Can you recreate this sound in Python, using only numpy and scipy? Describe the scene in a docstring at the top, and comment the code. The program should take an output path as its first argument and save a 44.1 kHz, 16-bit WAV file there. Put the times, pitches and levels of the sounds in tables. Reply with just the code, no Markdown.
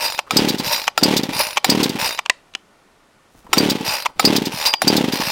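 """A chainsaw that will not start

A chainsaw is pull-started six times in front of an open shed and never fires. On each pull the pawls
catch with a knock, the cord rasps, the steel drive clanks and the piston puffs through the muffler
ever more slowly. The spring then rewinds with ticking pawls and the handle smacks home. In the pause
a switch is clicked and the saw is shifted. Impacts and friction excite the modes of plastic and steel."""
import sys
import numpy as np
from scipy import signal
from scipy.fft import rfft, irfft
from scipy.io import wavfile
from scipy.ndimage import uniform_filter1d

SR = 44100
rng = np.random.default_rng(int(sys.argv[2]) if len(sys.argv) > 2 else 0)


def store_pcm(level_fs):
    """Save levels as 16-bit WAV."""
    pcm = np.round(np.clip(level_fs, -1, 1) * 32767).astype(np.int16)
    wavfile.write(sys.argv[1], SR, np.atleast_2d(pcm).T)


N = 234380
TIME = np.arange(N) / SR
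SHORT = TIME[:SR // 10]


def undb(db):
    """Amplitude ratio: a factor of ten for every 20 dB."""
    return 10 ** (np.asarray(db) / 20)


def add(out, start_s, x):
    """Superposition: x adds to out from start_s on."""
    i = max(int(round(start_s * SR)), 0)
    out[i:i + len(x)] += x[:max(N - i, 0)]


def follow(points):
    """Amplitude envelope: a smoothed gain through (time_s, level_db) points, silent outside them."""
    times, levels = np.transpose(points)
    gain = undb(np.interp(TIME, times, levels, left=-120, right=-120))
    return uniform_filter1d(gain, size=130)


def through(x, response):
    """Linear filtering: x is convolved with an impulse response scaled to unit energy."""
    return signal.oaconvolve(x, response / np.sqrt(np.sum(response ** 2)))[:len(x)]


def high_pass(x, hz, order=2):
    """High-pass filtering: the bass rolls off below hz."""
    return signal.sosfilt(signal.butter(order, hz, "high", fs=SR, output="sos"), x)


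def body(colour, size=2048):
    """Minimum phase: folding the cepstrum gives a causal response with a (frequency_hz, gain_db) curve."""
    hz, db = np.transpose(colour)
    bins_hz = np.maximum(np.fft.rfftfreq(size, 1 / SR), 1)
    magnitude = undb(np.interp(np.log(bins_hz), np.log(hz), db))
    cepstrum = irfft(np.log(magnitude))
    cepstrum[1:size // 2] *= 2
    cepstrum[size // 2 + 1:] = 0
    return irfft(np.exp(rfft(cepstrum)))


def ring(modes):
    """Modal vibration: one damped sinusoid for each (frequency_hz, level_db, t60_s)."""
    t = TIME[:SR // 4]
    return sum(undb(db - 60 * t / t60) * np.sin(2 * np.pi * hz * t) for hz, db, t60 in modes)


def grit(slips_per_s, spread_db):
    """Stick-slip friction: random impulses of uneven size, scaled to rms 1."""
    hits = rng.random(N) < slips_per_s / SR
    signs = rng.choice([-1, 1], N)
    slips = hits * signs * undb(spread_db * np.clip(rng.standard_normal(N), -2, 2))
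    return slips / np.sqrt(np.mean(slips ** 2))


def chatter(hold_s, fade_s):
    """Contact envelope: steady while two parts chatter, then decaying exponentially as they settle."""
    return np.exp(-np.maximum(SHORT - hold_s, 0) / fade_s)


def blow(envelope, response, size=16384):
    """Impact excitation: a noise burst drives a body, and the sound takes the energy of the envelope."""
    force = envelope * rng.standard_normal(len(envelope))
    sound = irfft(rfft(force, size) * rfft(response, size))
    return sound * np.sqrt(np.sum(envelope ** 2) / np.sum(sound ** 2))


# Spectrum of the quiet yard: frequency_hz, gain_db
YARD_COLOUR = [(15, -22), (25, 4), (39, -13), (270, -6), (394, -8), (1480, -10), (1650, -18), (1790, -11.5),
               (1940, -15), (10400, -28.5), (16000, -42)]


def yard(level_db=-55):
    """Ambient noise: a steady floor, strongest in the bass."""
    return undb(level_db) * through(rng.standard_normal(N), body(YARD_COLOUR))


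# Modes of the rewind spring and pawls: frequency_hz, level_db
SPRING_MODES = [(3682,0),(3957,0),(4264,0),(4511,-4),(4813,4),(4883,2),(5168,2),(5636,-3),(7036,-4),(8323,-3),(8775,-6),(10444,0),(11606,0),(12360,-4),(13238,-6),(13733,-8),(14282,-6),(14702,-3),(15138,-4),(15364,-3)]


def spring_ring(pivot_hz=5000, pivot_t60_s=.1, damping=.53, tilt_db_per_octave=-1):
    """Frequency-dependent damping: high modes die sooner. The coiled band never lies the same way twice."""
    hz, db = np.transpose(SPRING_MODES)
    detune = .0025 * rng.standard_normal(len(hz))
    uneven_db = 2.5 * rng.standard_normal(len(hz))
    levels = db + uneven_db + tilt_db_per_octave * np.log2(hz / pivot_hz)
    return ring(zip(hz * (1 + detune), levels, pivot_t60_s * (pivot_hz / hz) ** damping))


def rewind_db(t, start_s, snap_s, home_s, build_db, fade_db):
    """Growth and decay: the level builds up to the snap, then falls, slowly at first, until home."""
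    to_come = np.clip((snap_s - t) / (snap_s - start_s), 0, 1)
    gone = np.clip((t - snap_s) / (home_s - snap_s), 0, 1)
    return -build_db * to_come - fade_db * gone ** 1.47


def rewind_gain(start_s, snap_s, home_s, build_db, snap_db, fade_db):
    """Friction envelope of a rewind, with a short transient as the spring snaps tight."""
    t = np.linspace(start_s, home_s, num=60)
    gain = follow(np.c_[t, rewind_db(t, start_s, snap_s, home_s, build_db, fade_db)])
    add(gain, snap_s, undb(snap_db) * chatter(hold_s=.02, fade_s=.008))
    return gain


# Response to the pulley's rubbing: frequency_hz, gain_db
PULLEY_COLOUR = [(100,-22.5),(400,-15),(600,5.5),(720,-3),(900,8),(1200,-6.5),(2200,-3.5),(2550,4),(3400,-15.5),(6500,-29.5),(7600,-21),(11000,-25),(15500,-33)]
# Recoils of the spring:
# start_s, snap_s, home_s, tick_gap_s, rub_db, scrape_db, build_db, snap_db, twang_db
RECOILS = [(0, .04, .178, .018, -24.5, -25.5, 0, -8, -29),
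           (.632, .714, .8702, .0165, -25.5, -24, 4, 0, -28),
           (1.322, 1.39, 1.56, .0167, -24.5, -25, 7, 4.5, -33),
           (1.987, 2.047, 2.176, .015, -24, -26, 1.5, -4, -28),
           (3.845, 3.92, 4.0505, .0145, -24.5, -25, 2, -5, -30),
           (4.515, 4.6575, 4.7305, .013, -24, -28, 11, -1, -11),
           (5.118, 5.28, 5.423, .016, -26.5, -27, 5, -8, -35)]
RUB_FADE_DB, SCRAPE_FADE_DB = 15.5, 19.5


def rewind():
    """Sliding friction: as the spring coils back, the pulley rubs and the band scrapes; the pawls tick."""
    springs = [spring_ring() for _ in RECOILS]
    grain = grit(slips_per_s=3600, spread_db=11)
    pressure, slips = np.zeros(N), []
    for *span, _, rub_db, scrape_db, build_db, snap_db, _ in RECOILS:
        pressure += undb(rub_db) * rewind_gain(*span, build_db, snap_db, RUB_FADE_DB)
        slips.append(undb(scrape_db) * rewind_gain(*span, build_db, snap_db, SCRAPE_FADE_DB) * grain)
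    rub = pressure * through(grit(slips_per_s=1400, spread_db=2.5), body(PULLEY_COLOUR))
    scrape = sum(through(slip, spring) for slip, spring in zip(slips, springs))
    band = body([(2000, -27), (4000, -1.5), (5600, 10), (6600, -9.5), (7600, -10), (9800, -11.5),
                 (12400, 1), (13300, -9.5), (15200, -4.5)])
    sizzle = through(sum(slips), band)
    return undb(-1) * (rub + scrape) + undb(-4) * sizzle + pawl_ticks(springs)


def pawl_slips(count=24, base_db=-21.5, tracking=.55, scatter_db=1.8, widening_s=.013):
    """Deceleration: yields (time_s, level_db) for each slip, wider apart as the pulley slows near home."""
    for start_s, snap_s, home_s, gap_s, _, _, build_db, _, _ in RECOILS:
        gaps = gap_s + widening_s * np.exp(-np.arange(count) / 1.5)
        times = home_s - (np.cumsum(gaps) - gaps)  # counted back from home
        levels = base_db + tracking * rewind_db(times, start_s, snap_s, home_s, build_db, RUB_FADE_DB)
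        levels += scatter_db * rng.standard_normal(count)
        yield from np.c_[times, levels][times > start_s]


def pawl_ticks(springs, click_db=3, ping_db=1):
    """Ratchet impacts: each slipping pawl clicks and excites the modes of the spring."""
    out = np.zeros(N)
    pawl = body([(200, -4.5), (900, 4.5), (2500, 5), (4000, 3), (6200, 2), (7800, -11), (15000, -13.5)])
    contact = chatter(hold_s=.00065, fade_s=.0023)
    for k, (start_s, db) in enumerate(pawl_slips()):
        ping = undb(ping_db) * blow(contact, springs[k % len(springs)])
        click = undb(click_db) * blow(contact, pawl)
        add(out, start_s, undb(db) * (click + ping))
    return out


def twangs():
    """Beating: two close modes of the spring sing on when the band snaps tight."""
    out = np.zeros(N)
    pair = ring([(4803, -2, .36), (4882, -6, .3)])
    for _, snap_s, *_, twang_db in RECOILS:
        add(out, snap_s, undb(twang_db) * pair)
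    return out


# Hollow modes of the plastic housing: frequency_hz, level_db, t60_s
HOUSING_MODES = [(605,-5,.04),(780,-3,0.045),(1010,-3,0.057),(1370,-3.5,0.029),(1873,0.5,0.02),(2350,0.5,0.021),(2360,10.5,0.014),(3200,-5.5,0.018)]


def knocks(blows, colour, fade_s, note_db, note_t60_s, spring_db, hollow_db=-9):
    """Shell resonance: a blow gives a crack, hollow modes, the struck spot's note and a trace of spring."""
    out = np.zeros(N)
    crack, hollow, spring = body(colour), ring(HOUSING_MODES), spring_ring()
    for start_s, db, pitch_hz, chatter_s in blows:
        contact = chatter(chatter_s, fade_s)
        note = ring([(pitch_hz, 0, note_t60_s)])
        parts = [(0, crack), (hollow_db, hollow), (note_db, note), (spring_db, spring)]
        knock = sum(undb(part_db) * blow(contact, part) for part_db, part in parts)
        add(out, start_s, undb(db) * knock)
    return high_pass(out, hz=300)


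# Response of the housing to the handle: frequency_hz, gain_db
HANDLE_COLOUR = [(120, -56), (200, -42), (883, 5.5), (1160, 2), (1650, -9.5), (2210, -1), (3190, -2.5),
                 (4200, -15), (5940, -9.5), (8900, -21.5), (9580, -31), (12400, -23.5), (16000, -41.5)]
# The handle smacking home: start_s, level_db, pitch_hz, chatter_s
HANDLE_SMACKS = [(0.1901, -10, 950, 0.0016), (0.8786, -7, 920, 0.0015), (1.571, -11, 970, 0.0082),
                 (2.1899, -11.5, 2733, .001), (4.0578, -13, 995, 0.0064), (4.7377, -6, 990, 0.0014),
                 (5.2125, -21.5, 920, 0.0096)]


def handle_smacks(lead_s=.0075, brush_db=-18):
    """Double impact: the returning handle brushes the housing, then strikes it."""
    brushes = [(start_s - lead_s, db + brush_db, hz, .006) for start_s, db, hz, _ in HANDLE_SMACKS]
    blows = HANDLE_SMACKS + brushes
    return knocks(blows, HANDLE_COLOUR, fade_s=.0027, note_db=-11, note_t60_s=.02, spring_db=-27)


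# Hands and jacket bumping the saw: start_s, level_db, pitch_hz, chatter_s
SOFT_BUMPS = [(0.267, -42, 1300, 0.013), (3.349, -46, 170, .0034), (3.442, -45.5, 220, 0.015),
              (3.466, -38, 936, 0.0026), (3.491, -43, 300, 0.05), (4.084, -42, 875, 0.023),
              (4.158, -45.5, 110, 0.025)]
# Clothes rustling as the saw is shifted: time_s, level_db
RUSTLE_CURVE = [(3.3,-68),(3.4,-51.5),(3.48,-73),(3.53,-65)]


def handling(bump_t60_s=.01):
    """Friction and damped impact: a jacket rustles, and soft bumps on the saw die away at once."""
    cloth = body([(25, 7), (60, 5), (200, -.5), (600, -8), (1300, -8), (1800, -17.5), (7000, -13),
                  (16000, -19)])
    thud = body([(60, 2), (1200, 8.5), (2000, -7), (16000, -17)])
    out = follow(RUSTLE_CURVE) * through(grit(slips_per_s=2400, spread_db=7.5), cloth)
    for start_s, db, pitch_hz, chatter_s in SOFT_BUMPS:
        contact = chatter(chatter_s, fade_s=.0066)
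        note = blow(contact, ring([(pitch_hz, 0, bump_t60_s)]))
        add(out, start_s, undb(db) * (note + .43 * blow(contact, thud)))
    return out


# Response of the housing to the catching pawls: frequency_hz, gain_db
PAWL_CATCH_COLOUR = [(120, -41.5), (200, -40.5), (456, -12.5), (763, 3.5), (1060, -5), (1420, 0),
                     (3130, -7.5), (4680, -10.5), (6520, -19), (7140, -4), (7680, -21.5), (12600, -19.5),
                     (16000, -33)]
# Pawls catching: start_s, level_db, pitch_hz, chatter_s
PAWL_CATCHES = [(0.3079,-12,1290,0.0015),(0.9768,-7,1350,0.00081),(1.6443,-8,770,0.0027),(3.53,-8.5,1330,0.0049),(4.1954,-8.5,1280,0.0035),(4.818,-8.5,687,0.0012)]


def pawl_catches():
    """Impulsive loading: the cord goes taut and the pawls catch, ringing housing and spring."""
    return knocks(PAWL_CATCHES, PAWL_CATCH_COLOUR, fade_s=.0033, note_db=-4.5, note_t60_s=.043,
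                  spring_db=-7)


STALL_TURN_S = .08  # the crank stops after its first turn this long


def crank(first_s, fastest_s, driven_turns, slowing_s, spin_up_turns=.62, let_go_turns=.51):
    """Inertia: the crank spins up, then coasts. Returns compression times and the period after each."""
    k = np.arange(14)
    spin_up_s = .00317 * np.exp(-k / spin_up_turns)
    coasted_turns = let_go_turns * np.logaddexp(0, (k - driven_turns) / let_go_turns)
    periods = fastest_s + spin_up_s + slowing_s * coasted_turns
    periods = periods[:np.sum(periods < STALL_TURN_S) + 1]
    return first_s + np.cumsum(periods) - periods, periods


def surges(depth_db=2.5, rate_hz=110):
    """Random amplitude modulation: the cord scrapes unevenly."""
    steps = rng.standard_normal(N // 100)
    return undb(depth_db * np.interp(TIME * rate_hz, np.arange(len(steps)), steps))


# Spectrum of the cord's rasp, shared by the piston's hiss: frequency_hz, gain_db
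RASP_COLOUR = [(60,-22),(300,4.5),(500,4.5),(680,-3.5),(840,4.5),(1200,-7.5),(2200,-4.5),(2600,-4),(3400,-4.5),(5500,-11.5),(7600,-19),(12500,-23.5),(16000,-25)]
# Pulls of the cord: first_compression_s, fastest_turn_s, driven_turns, slowing_s_per_turn,
# puff_db, puff_fade_db_per_turn, early_puff_db, clank_db, rasp_db
STARTER_PULLS = [(.3628, .02675, 4.46, .01804, -4, .7, -15.5, -10, -23),
                 (1.0271, .02641, 5.31, .017, -3.4, .75, -35, -9, -23.5),
                 (1.693, .02606, 5.29, .01688, -3.4, .75, -35, -11.5, -22.5),
                 (3.5747, .02694, 4.7, .02043, -3.4, .8, -35, -12, -22.5),
                 (4.2454, .02608, 4.69, .01911, -2.6, .85, -35, -8.5, -23),
                 (4.8725, .02609, 4.6, .01101, -3, .4, -12.5, -10.5, -22.5)]


def cord(take_up_db=-11, db_per_octave=8.5, kick_db=-28.5, slack_db=-40, rumble_db=-17):
    """Speed-dependent friction: the cord rasps in its eyelet and the saw shakes, louder at speed."""
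    effort = np.zeros(N)
    for (*motion, _, _, _, _, rasp_db), (catch_s, *_) in zip(STARTER_PULLS, PAWL_CATCHES):
        times, periods = crank(*motion)
        levels = rasp_db - db_per_octave * np.log2(periods / periods.min())
        effort += follow([(catch_s, rasp_db + take_up_db), *zip(times, levels)])
        add(effort, times[-2], undb(kick_db) * chatter(0, fade_s=.022))  # kickback before the stop
    effort *= surges()
    for catch_s, *_ in PAWL_CATCHES:  # the slack runs out softly around each catch
        effort += undb(slack_db) * np.exp(-np.abs(TIME - catch_s) / .01384)
    rasp = through(grit(slips_per_s=2000, spread_db=5), body(RASP_COLOUR))
    frame = body([(20, -12.5), (40, 4.5), (90, -10), (150, 5.5), (300, 0), (900, -29), (4000, -78.5)])
    rumble = through(rng.standard_normal(N), frame)
    return effort * (rasp + undb(rumble_db) * rumble)


def compressions(stall_db=15.5, stall_curve=2.5):
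    """Energy loss: yields (time_s, level_db, period_s) for each stroke, weaker as the crank slows."""
    for *motion, puff_db, fade_db, early_db, _, _ in STARTER_PULLS:
        times, periods = crank(*motion)
        shortest_s = periods.min()
        yield times[0] - shortest_s, early_db, shortest_s  # a feeble puff one turn early
        for k, time_s in enumerate(times):
            stalling = (periods[max(k - 1, 0)] - shortest_s) / (STALL_TURN_S - shortest_s)
            yield time_s, puff_db - fade_db * k - stall_db * stalling ** stall_curve, periods[k]


def piston(muffler_hz=280, muffler_t60_s=.011, intake_turn=.371, intake_gain=.29, puff_db=5, hiss_db=-16):
    """Cavity resonance: each shove of air rings the muffler and hisses; a softer intake gulp follows."""
    puffs, hiss = np.zeros(N), np.zeros(N)
    lead_s = .01
    t = SHORT - lead_s
    muffler = np.cos(2 * np.pi * muffler_hz * SHORT) * undb(-60 * SHORT / muffler_t60_s)
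    gas = body(RASP_COLOUR)
    for time_s, db, period_s in compressions():
        width_s = .00031 * undb(-.87 * (db + 5))  # weak, slow strokes push for longer
        push = np.exp(-.5 * (t / width_s) ** 2)
        suction = .22 * np.exp(-.5 * ((t + .0023) / (2 * width_s)) ** 2)
        puff = signal.fftconvolve(push - suction, muffler)[:len(t)]
        puff *= undb(db + puff_db) / np.ptp(puff)
        add(puffs, time_s - lead_s, puff)
        gulp = intake_gain * uniform_filter1d(puff, size=30)
        add(puffs, time_s - lead_s + intake_turn * min(period_s, .06), gulp)
        add(hiss, time_s + .002, undb(db + hiss_db) * blow(chatter(.004, .0063), gas))
    return high_pass(puffs, hz=125, order=3) + hiss  # the small outlet radiates little bass


# Modes of the steel drive: frequency_hz, level_db, base_t60_s
STEEL_MODES = [(3630,-9,.05),(3960,-6,.05),(4655,-3,.09),(4705,0,.1),(4982,-1,.09),(5720,-10,.045),(6890,-15,.03),(8055,-10,.05),(12250,-16,.02),(14800,-16,.02)]


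def clanks(jolts, low_db, sustain, ring_db, crack_db):
    """Free vibration of jolted steel: low_db shifts the low modes' level, sustain scales decay times."""
    out = np.zeros(N)
    crack = body([(500, -28.5), (2500, -21), (4500, 8.5), (7000, -1), (10000, -8.5), (15500, -3.5)])
    steel = ring([(hz, db + low_db * (hz < 4300), t60 * sustain) for hz, db, t60 in STEEL_MODES])
    for start_s, db, chatter_s in jolts:
        contact = chatter(chatter_s, fade_s=.0066)
        add(out, start_s, undb(db + ring_db) * blow(contact, steel))
        add(out, start_s, undb(db + crack_db) * blow(contact, crack))
    return out


# Loose jolts as the cord runs out or is checked: start_s, level_db, chatter_s
LOOSE_JOLTS = [(.4855, -21, 0.012), (.583, -29.5, 0.018), (1.166, -19, 0.014), (1.2324, -25.5, 0.0032),
               (1.8308, -19.5, .012), (1.8927, -27, 0.0036), (3.6978, -20, 0.012), (4.3624, -16.5, 0.0052),
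               (4.4545, -26.5, 0.0094), (4.6578, -18, .012), (4.966, -19, .0072), (5.122, -29, 0.011)]


def drive(lag_s=.0056, chatter_s=.0027):
    """Metal impact: a bright clank just after each first compression, duller ones as the pull ends."""
    spin_ups = [(first_s + lag_s, clank_db, chatter_s) for first_s, *_, clank_db, _ in STARTER_PULLS]
    bright = clanks(spin_ups, low_db=-11.5, sustain=.89, ring_db=3.5, crack_db=-1)
    dull = clanks(LOOSE_JOLTS, low_db=13, sustain=.54, ring_db=.5, crack_db=2)
    return bright + dull


# Response of the housing to the switch: frequency_hz, gain_db
CLICK_COLOUR = [(88, -56), (150, -22.5), (923, -9), (1600, -8), (1940, -8.5), (2310, -2.5), (2760, 1),
                (3700, -8), (6260, -14), (7470, -16.5), (16000, -45.5)]
# Clicks of the switch: start_s, level_db, pitch_hz, chatter_s
SWITCH_CLICKS = [(2.2525,-40,1000,0.01),(2.2602,-19.5,1040,0.0014),(2.2972,-5,1970,0.0022),(2.5375,-38.5,2530,0.0027),(2.5505,-17,2920,0.0012)]


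def switch():
    """Brief contact, broad spectrum: the switch clicks on the housing and barely stirs the spring."""
    return knocks(SWITCH_CLICKS, CLICK_COLOUR, fade_s=.002, note_db=-4, note_t60_s=.02, spring_db=-48.5)


def shed(x, near_db=-24, near_t60_s=.012, tail_db=-29, tail_t60_s=.25):
    """Reverberation: saw, body and door scatter the sound at once; the open shed adds a dull tail."""
    t = TIME[:SR]
    near = rng.standard_normal(SR) * undb(-60 * t / near_t60_s)
    walls = body([(60, -5), (500, -.5), (2000, -9.5), (3200, -6.5), (6000, -9), (16000, -17)])
    diffuse = through(rng.standard_normal(SR), walls)
    onset = np.clip(t / .0049, 0, 1)
    tail = diffuse * onset * undb(-60 * t / tail_t60_s)
    return undb(near_db) * through(x, near) + undb(tail_db) * through(x, tail)


def scene():
    """Superposition: the saw's direct sound, its reflections and the quiet yard add in one channel."""
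    saw = piston() + cord() + rewind() + twangs() + drive() + handling()
    saw += pawl_catches() + handle_smacks() + switch()
    return (saw + shed(saw) + yard())[None]


def record(dry, top_hz=15900):
    """Clipping and band limiting: peaks flatten at full scale, then a steep low-pass cuts the top."""
    low_pass = signal.ellip(10, .1, 80, top_hz, fs=SR, output="sos")
    return signal.sosfilt(low_pass, np.clip(dry, -1, 1))


dry = scene()
out = record(dry)
store_pcm(out)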